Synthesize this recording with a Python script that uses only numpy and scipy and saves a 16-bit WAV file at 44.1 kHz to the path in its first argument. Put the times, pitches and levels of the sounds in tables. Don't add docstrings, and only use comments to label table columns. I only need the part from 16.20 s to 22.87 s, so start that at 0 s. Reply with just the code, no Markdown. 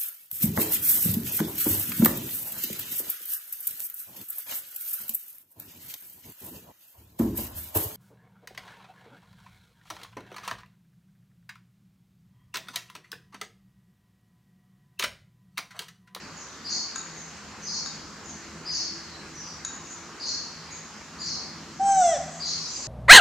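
import sys
import numpy as np
from scipy import signal
from scipy.io import wavfile
from scipy.ndimage import uniform_filter1d

SR = 44100
rng = np.random.default_rng(int(sys.argv[2]) if len(sys.argv) > 2 else 0)


def attenuation_scalar(level_db):
    decades = np.asarray(level_db, float) / 20
    return 10 ** decades


def persist_wave(psi):
    counts = np.round(np.clip(psi, -1, 1) * 32767).astype(np.int16)
    wavfile.write(sys.argv[1], SR, np.atleast_2d(counts).T)


N = 294179

# t/s, f/Hz, level/dB (effort)
COO_PATH = [
    (5.59, 756, -24.5),
    (5.64, 792, -21),
    (5.699, 790.5, -19.5),
    (5.75, 776.3, -19.5),
    (5.807, 742.2, -17.5),
    (5.83, 711.7, -18),
    (5.885, 676.4, -19),
    (5.92, 650, -27),
    (5.985, 525.6, -32.5),
]
# f/Hz, level/dB
LOW_THROAT = [(1500, -9), (1800, 0), (2000, -2), (2150, -15), (2900, -16), (3450, -3), (3900, -15),
              (4600, -24), (6000, -60)]
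# f/Hz, level/dB
HIGH_THROAT = [(4700, -34), (5050, -21), (5400, -10), (5800, 0), (6200, 1), (7000, -5), (7500, -1),
               (7950, -2), (8300, -13), (8700, -21), (10000, -70)]
# t/s, level/dB, low pitch factor, high pitch factor, length factor
CHIRPS = [
    (0.442, -32, 1.01, 1.016, 0.81),
    (1.451, -34.5, 1.04, 0.99, 0.87),
    (2.451, -32, 1.038, 0.99, 0.98),
    (3.996, -32.5, 1.008, 1.02, 0.87),
    (4.985, -34.5, 1.01, .96, 0.96),
    (6.195, -31.5, 1.005, 0.99, 0.82),
]
# t/s, level/dB, first f/Hz, last f/Hz, length/s
FAR_CALLS = [(0.0, -51, 5200, 4490, 0.031), (0.145, -46, 7090, 5870, 0.082), (0.3, -60, 3700, 3498, 0.091),
             (0.951, -43.5, 6700, 6250, 0.052), (1.415, -38.5, 6100, 6240, 0.062),
             (2.029, -45, 7180, 5900, 0.1), (2.846, -52.5, 4280, 3984, 0.13),
             (3.133, -42, 6050, 5760, 0.083), (3.651, -46, 6500, 6150, .07), (3.972, -52, 6800, 6000, .06),
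             (4.498, -42.5, 6900, 6460, 0.057), (4.99, -43, 6900, 6780, 0.059)]
# t/s, level/dB, first f/Hz, last f/Hz, length/s
SCOLDS = [
    (3.169, -47.5, 5590, 5000, 0.15),
    (4.349, -54.5, 4740, 4400, .2),
    (6.08, -48, 7300, 6470, 0.13),
    (6.372, -38.5, 5280, 5750, 0.12),
    (6.42, -47.5, 4410, 4220, 0.094),
    (6.451, -41.5, 6340, 7060, 0.15),
    (6.561, -42, 6360, 6980, .11),
    (6.58, -41.5, 5040, 4610, 0.1),
]
# t/s, level/dB, first f/Hz, last f/Hz, length/s
PEEPS = [
    (3.212, -53.5, 5900, 5680, 0.18),
    (3.702, -46, 7000, 6800, 0.054),
    (6.559, -37.5, 4770, 4830, 0.013),
]
# t/s, peak level/dB, bowl knock level/dB, lower ring level/dB, left-right level/dB
TAPS = [
    (0.759, -21.5, -13, -10.5, 4.5),
    (0.781, -30, -18, -32, -8),
    (1.019, -50, -17, 5, -3.5),
    (1.6602, -28, -12.5, -3.5, 1),
    (2.0572, -37, -16, -31, 2),
    (3.4489, -19.5, -19.5, -9, 1),
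]
# f/Hz, level/dB, t60/s
SPOON_MAIN = [(6728, -12, .5), (6757, -12, .45), (6804, -13, .35), (6700, 1, .045)]
# f/Hz, level/dB, t60/s
SPOON_UPPER = [(5900, -8, .03), (7700, -14, 0.024), (9330, -27, .02), (10200, -23, .04), (10700, -21, .02)]
# f/Hz, level/dB, t60/s
SPOON_HANDLE = [(3795, -15, .4), (3815, -19, .3), (3850, 0, .03), (4500, 0, .03)]
# f/Hz, level/dB, t60/s
BOWL_KNOCK = [(1068, -6.5, 0.12), (1355, 5.5, 0.024), (1550, 6, 0.025), (2660, -7, 0.028)]
# t/s, level/dB
RUSTLE = [
    (6.2, -76),
    (6.32, -46.5),
    (6.45, -49),
    (6.55, -46.5),
    (6.67, -48.5),
]
# t/s, length/s, level/dB (rms), f/Hz
PUMP_RUNS = [
    (.3, .95, -60, 333),
    (1.0, 1.36, -56, 206.7),
    (1.999, 1.28, -54, 332.3),
    (3.35, 0.72, -58, 336.4),
    (4.9, 1.15, -55.5, 333.5),
    (5.25, 0.52, -53.5, 219.6),
    (5.9, 0.57, -50.5, 160),
]
# f/Hz, width f/Hz, level/dB (rms)
HUM = [(76.3, 11, -63), (162, 15, -56), (211.5, 24, -59), (257.7, 19, -63.5)]
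# t/s, level/dB
HUM_SWELL = [
    (0.0, -54),
    (0.03, -47.5),
    (0.13, -52.5),
    (2.6, -48.5),
    (4.12, -52),
    (5.35, -48.5),
    (6.39, -48),
    (6.46, -53.5),
    (6.67, -52.5),
]
# f/Hz, level/dB (per Hz)
WASH = [(18, -41.5), (30, -35), (64, -6.5), (108, -6), (141, -12.5), (225, -4), (278, -5.5), (642, -12.5),
        (1110, -7), (1980, -11), (3600, -19), (4300, -14.5), (5360, -14), (7150, -15.5), (9290, -35.5),
        (15700, -43.5)]
# f/Hz, likeness
WASH_LIKENESS = [(60, 0.91), (150, 0.91), (380, 0.92), (950, 0.9), (2380, 0.74), (5980, 0.4), (15000, 0.02)]
# f/Hz, t60/s
ROOM = [(200, 1), (700, 0.56), (2000, 1), (5000, 0.88), (7000, 0.76), (12000, 0.077)]

FULL_DB, OPEN_S, SHUT_DB, PRESS_DB_PER_S = -17.5, 0.036, -26.5, 33.5
OCTAVE_DB, OCTAVE_SHARE, LOW_DB, LOW_SHARE, HIGH_DB, HIGH_SHARE = -44, 0.19, -50, 0.24, -30, 0.75
REST_HZ, THROAT_FOLLOWS, OCTAVE_DB_PER_OCTAVE, FRONT_HZ = 770, 0.3, 23, 7400
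CHIRP_S, SCOOP_S, HOLD_S, RELEASE_S = 0.2, 0.01293, 0.033, 0.017
START_HZ, TOP_HZ, FLOOR_HZ, CLIMB_HZ_PER_S = 4252, 4840, 4140, 2900
WARBLE_PER_S, SLOWING, DIP_DB, SAG_DB_PER_S = 48, 75, -3, -8
HELD_DB, FLICK_DB, FLICK_S, UNEVEN = -3, 4, 0.006, 0.15
ACCENT_S, ACCENT_WIDTH_S, ACCENT_DB, ACCENT_NARROWS = 0.108, 0.008, 5.5, 0.7
JOIN_S, UPPER_DB, UPPER_HZ, ARCH_HZ, SINK_HZ, ARCH_POWER = 0.05, -3, 5784, 502, -400, 0.8
FAR_TRILL, SCOLD_TRILL, PEEP_TRILL = 0.042, 0.112, 0.01
WASH_DB = -43


def monkey():
    s, *columns = np.transpose(COO_PATH)
    t = np.arange(s[0], s[-1], 1 / SR)
    hz, effort_db = (np.interp(t, s, column) for column in columns)
    drop_db = effort_db - FULL_DB
    shut_db = SHUT_DB * np.exp(-(t - s[0]) / OPEN_S)
    octave_db = OCTAVE_DB + OCTAVE_SHARE * drop_db + shut_db + OCTAVE_DB_PER_OCTAVE * np.log2(hz / REST_HZ)
    low_db = LOW_DB + LOW_SHARE * drop_db + PRESS_DB_PER_S * (t - s[0])
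    high_db = HIGH_DB + HIGH_SHARE * drop_db + shut_db

    hz = uniform_filter1d(hz, 600) * (1 + 0.0012 * wobble(len(t), span=150))
    turn = 2 * np.pi * np.cumsum(hz) / SR
    voice = attenuation_scalar(effort_db) * np.sin(turn)
    voice += attenuation_scalar(octave_db + 4.9 * wobble(len(t), span=500)) * np.sin(2 * turn)
    for k in range(3, 17):
        follows = THROAT_FOLLOWS * np.clip((FRONT_HZ - k * hz) / 900, 0, 1)
        throat_hz = k * hz * (REST_HZ / hz) ** follows
        colour = attenuation_scalar(low_db + read(LOW_THROAT, k * hz)) + attenuation_scalar(high_db - 7.0 + read(HIGH_THROAT, throat_hz))
        fade = attenuation_scalar(2.5 * wobble(len(t), span=600))
        voice += colour * fade * np.sin(k * turn + k * k)
    breath = band(band(rng.standard_normal(len(t)), 4170, 8300), 4800, 8600)
    voice += attenuation_scalar(high_db - 17) * evened(breath)
    out = np.zeros((2, N))
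    add(out, s[0], np.sqrt(2) * voice * signal.windows.tukey(len(t), 0.1), pan_db=0.1)
    return out


def sparrow():
    out = np.zeros((2, N))
    for s, db, low, high, longer in CHIRPS:
        t = np.arange(0, CHIRP_S * longer, 1 / SR) / longer
        low_hz, low_db = low_side(t)
        high_hz, high_db = high_side(t)
        add(out, s, side(low * low_hz, db + low_db, trill=0.0079, octave_db=-32.5), pan_db=1.2)
        add(out, s, side(high * high_hz, db + high_db, trill=0.1376, octave_db=-57), pan_db=1.2)
    return out


def low_side(t):
    since = np.maximum(t - HOLD_S, 0)
    warble = (WARBLE_PER_S - SLOWING * since) * since
    dip = 0.5 - 0.5 * signal.sawtooth(2 * np.pi * (warble + 0.5), 0.5)
    accent = np.exp(-((t - ACCENT_S) / ACCENT_WIDTH_S) ** 2)
    scoop = np.minimum(t / SCOOP_S, 1)
    reach_hz = (TOP_HZ - FLOOR_HZ + CLIMB_HZ_PER_S * since) * (1 - ACCENT_NARROWS * accent)
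    uneven_dip = dip * (1 + UNEVEN * wobble(len(t), span=500))
    hz = FLOOR_HZ + reach_hz * (1 - uneven_dip) + (START_HZ - TOP_HZ) * (1 - scoop)
    ends_db = -10 * (1 - scoop) - 16 * np.clip(1 - (CHIRP_S - t) / RELEASE_S, 0, 1)
    hold_db = HELD_DB * (t < HOLD_S) + FLICK_DB * np.exp(-((t - HOLD_S) / FLICK_S) ** 2)
    return hz, -1.5 + ends_db + hold_db + DIP_DB * dip + SAG_DB_PER_S * since + ACCENT_DB * accent


def high_side(t):
    u = np.clip((t - JOIN_S) / (CHIRP_S - JOIN_S), 0, 1)
    arch = np.sin(np.pi * u ** ARCH_POWER)
    return UPPER_HZ + ARCH_HZ * arch + SINK_HZ * u, UPPER_DB + 24 * np.log10(abs(arch) + 1e-4)


def side(hz, db, trill, octave_db):
    t = np.arange(len(hz)) / SR
    cycles = 75 * t + 0.4 * wobble(len(t), span=400) + rng.random()
    swing = signal.sawtooth(2 * np.pi * cycles, 0.5)
    return whistle(uniform_filter1d(hz * (1 + trill * swing), 100), db, rough=0.0138, octave_db=octave_db)


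def whistle(hz, db, rough, octave_db):
    hz = hz * (1 + rough * wobble(len(hz), span=60))
    turn = 2 * np.pi * np.cumsum(hz) / SR
    rasp = 1 + 0.24 * wobble(len(hz), span=30)
    flutter_db = 1.5 * wobble(len(hz), span=120)
    tone = np.sin(turn) + attenuation_scalar(octave_db) * np.sin(2 * turn)
    return np.sqrt(2) * attenuation_scalar(db + flutter_db) * rasp * tone


def spoon():
    out, t = np.zeros((2, N)), np.arange(SR // 2) / SR
    soft = 1 - np.exp(-t / 0.0004)
    for s, db, knock_db, low_db, pan_db in TAPS:
        burst = attenuation_scalar(-1.5 - 60 * t / 0.011) * rng.standard_normal(len(t))
        tick = band(band(burst, 3300, 8600), 3200, 9500)
        steel = ring(SPOON_MAIN, t) + ring(SPOON_UPPER, t) + attenuation_scalar(low_db + 2.5) * ring(SPOON_HANDLE, t)
        knock = attenuation_scalar(knock_db + 7.5) * ring(BOWL_KNOCK, t)
        add(out, s, attenuation_scalar(db - 7) * (tick + soft * steel + soft * knock), pan_db)
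    return out


def ring(modes, t):
    out = np.zeros(len(t))
    for hz, db, t60 in modes:
        decay = attenuation_scalar(db + rng.normal(0, 0.56) - 60 * t / t60)
        out += decay * np.sin(2 * np.pi * hz * rng.normal(1, 0.0015) * t)
    return out


def rustle():
    s, db = np.transpose(RUSTLE)
    grains = rng.standard_normal((2, N)) * attenuation_scalar(2.9 * wobble(N, span=90))
    level_db = np.interp(np.arange(N) / SR, s, db, left=-120)
    return attenuation_scalar(level_db) * evened(band(band(grains, 2300, 8200), 2000, 7900))


def far_birds():
    out = np.zeros((2, 2, N))
    for near, calls, depth in ((0, FAR_CALLS, FAR_TRILL), (0, SCOLDS, SCOLD_TRILL), (1, PEEPS, PEEP_TRILL)):
        for s, db, first_hz, last_hz, length in calls:
            u = np.linspace(0, 1, round(length * SR))
            trill = 1 + depth * np.sin(2 * np.pi * 45 * length * u)
            hz = (first_hz + (last_hz - first_hz) * u) * trill
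            call = whistle(hz, db, rough=0.014 - 0.0064 * near, octave_db=-56)
            add(out[near], s, call * signal.windows.tukey(len(u), 0.4), pan_db=0.6)
    return out


def pump():
    out = np.zeros((2, N))
    for s, length, db, hz in PUMP_RUNS:
        size = round(length * SR)
        turn = 2 * np.pi * np.cumsum(hz * (1 + 0.0044 * wobble(size, span=3000))) / SR
        level = attenuation_scalar(db + 1.5 + 2.2 * wobble(size, span=2500))
        add(out, s, level * np.sin(turn) * signal.windows.tukey(size, 0.2), pan_db=0.1)
    return out


def hum():
    t, out = np.arange(N) / SR, np.zeros(N)
    for hz, width_hz, db in HUM:
        r = np.exp(-np.pi * width_hz / SR)
        slow = rng.standard_normal(N) + 1j * rng.standard_normal(N)
        for _ in range(2):
            slow = signal.lfilter([1 - r], [1, -r], slow)
        out += attenuation_scalar(db) * evened((slow * np.exp(2j * np.pi * hz * t)).real)
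    s, db = np.transpose(HUM_SWELL)
    return out * attenuation_scalar(1.53 * np.interp(t, s, db - db.mean()) + 1.2 * wobble(N, span=5000))


def wash():
    frames, hz = N // 256 + 5, np.fft.rfftfreq(1024, 1 / SR)
    a, b, c, d, patches = rng.standard_normal((frames, 513, 5)).T
    patches = evened(uniform_filter1d(uniform_filter1d(patches, size=14, axis=0), size=16, axis=1))
    same = np.clip(read(WASH_LIKENESS, hz), -1, 1)[:, None]
    left = a + 1j * b
    right = same * left + np.sqrt(1 - same ** 2) * (c + 1j * d)
    z = np.array([left, right]) * attenuation_scalar(read(WASH, hz)[:, None] + 1.41 * patches)
    sound = signal.istft(z, nperseg=1024, noverlap=768)[1][:, :N]
    return attenuation_scalar(WASH_DB - 1.1) * evened(sound)


def room(x, likeness, slower):
    taps = np.zeros((2, SR))
    at = np.arange(300, SR - 20, 20) + rng.integers(0, 20, (2, (SR - 301) // 20))
    np.put_along_axis(taps, at, rng.choice([-1., 1.], at.shape), 1)
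    like = np.clip(likeness, 0, 1)
    taps[1] = like * taps[0] + np.sqrt(1 - like ** 2) * taps[1]
    hz, t, z = signal.stft(taps, SR, nperseg=256)
    decay = attenuation_scalar(-60 * t / (slower * read(ROOM, hz)[:, None]))
    tail = signal.istft(z * decay, SR, nperseg=256)[1]
    return signal.fftconvolve(x, tail / np.linalg.norm(tail[0]), axes=1)[:, :N]


def evened(x):
    return x / np.sqrt(np.mean(x ** 2) + 1e-20)


def wobble(size, span):
    return evened(uniform_filter1d(uniform_filter1d(rng.standard_normal(size), span), span))


def read(points, hz):
    f, value = np.transpose(points)
    return np.interp(np.log(hz + 1), np.log(f + 1), value)


def band(x, low_hz, high_hz):
    return signal.sosfilt(signal.butter(2, [low_hz, high_hz], "bandpass", fs=SR, output="sos"), x)


def add(mix, s, sound, pan_db):
    part = mix[:, max(round(s * SR), 0):][:, :len(sound)]
    part += sound[:part.shape[1]] * attenuation_scalar(np.array([[pan_db / 2], [-pan_db / 2]]))


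def scene():
    coo, taps, chirps, (far, peeps) = monkey(), spoon(), sparrow(), far_birds()
    near = coo + attenuation_scalar(-10.0) * room(coo, likeness=0.97, slower=1.32)
    near += taps + attenuation_scalar(-4.5) * room(taps, likeness=0.71, slower=0.88)
    near += attenuation_scalar(-6.5) * room(band(coo, 5000, 9500), likeness=0.1, slower=0.72)
    birds = attenuation_scalar(-3) * chirps + attenuation_scalar(-1.5) * room(chirps, likeness=0.3, slower=0.9)
    birds += attenuation_scalar(-9) * far + attenuation_scalar(-0.8) * room(far + 0.6 * peeps, likeness=0.3, slower=0.98)
    birds += attenuation_scalar(2) * peeps
    return near + birds + wash() + hum() + pump() + rustle()


def top_cut(x):
    return signal.sosfilt(signal.butter(12, 15740, fs=SR, output="sos"), x)


def record(dry):
    thin = signal.sosfilt(signal.butter(3, 40, "highpass", fs=SR, output="sos"), dry)
    return top_cut(thin)


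dry = scene()
out = record(dry)
persist_wave(out)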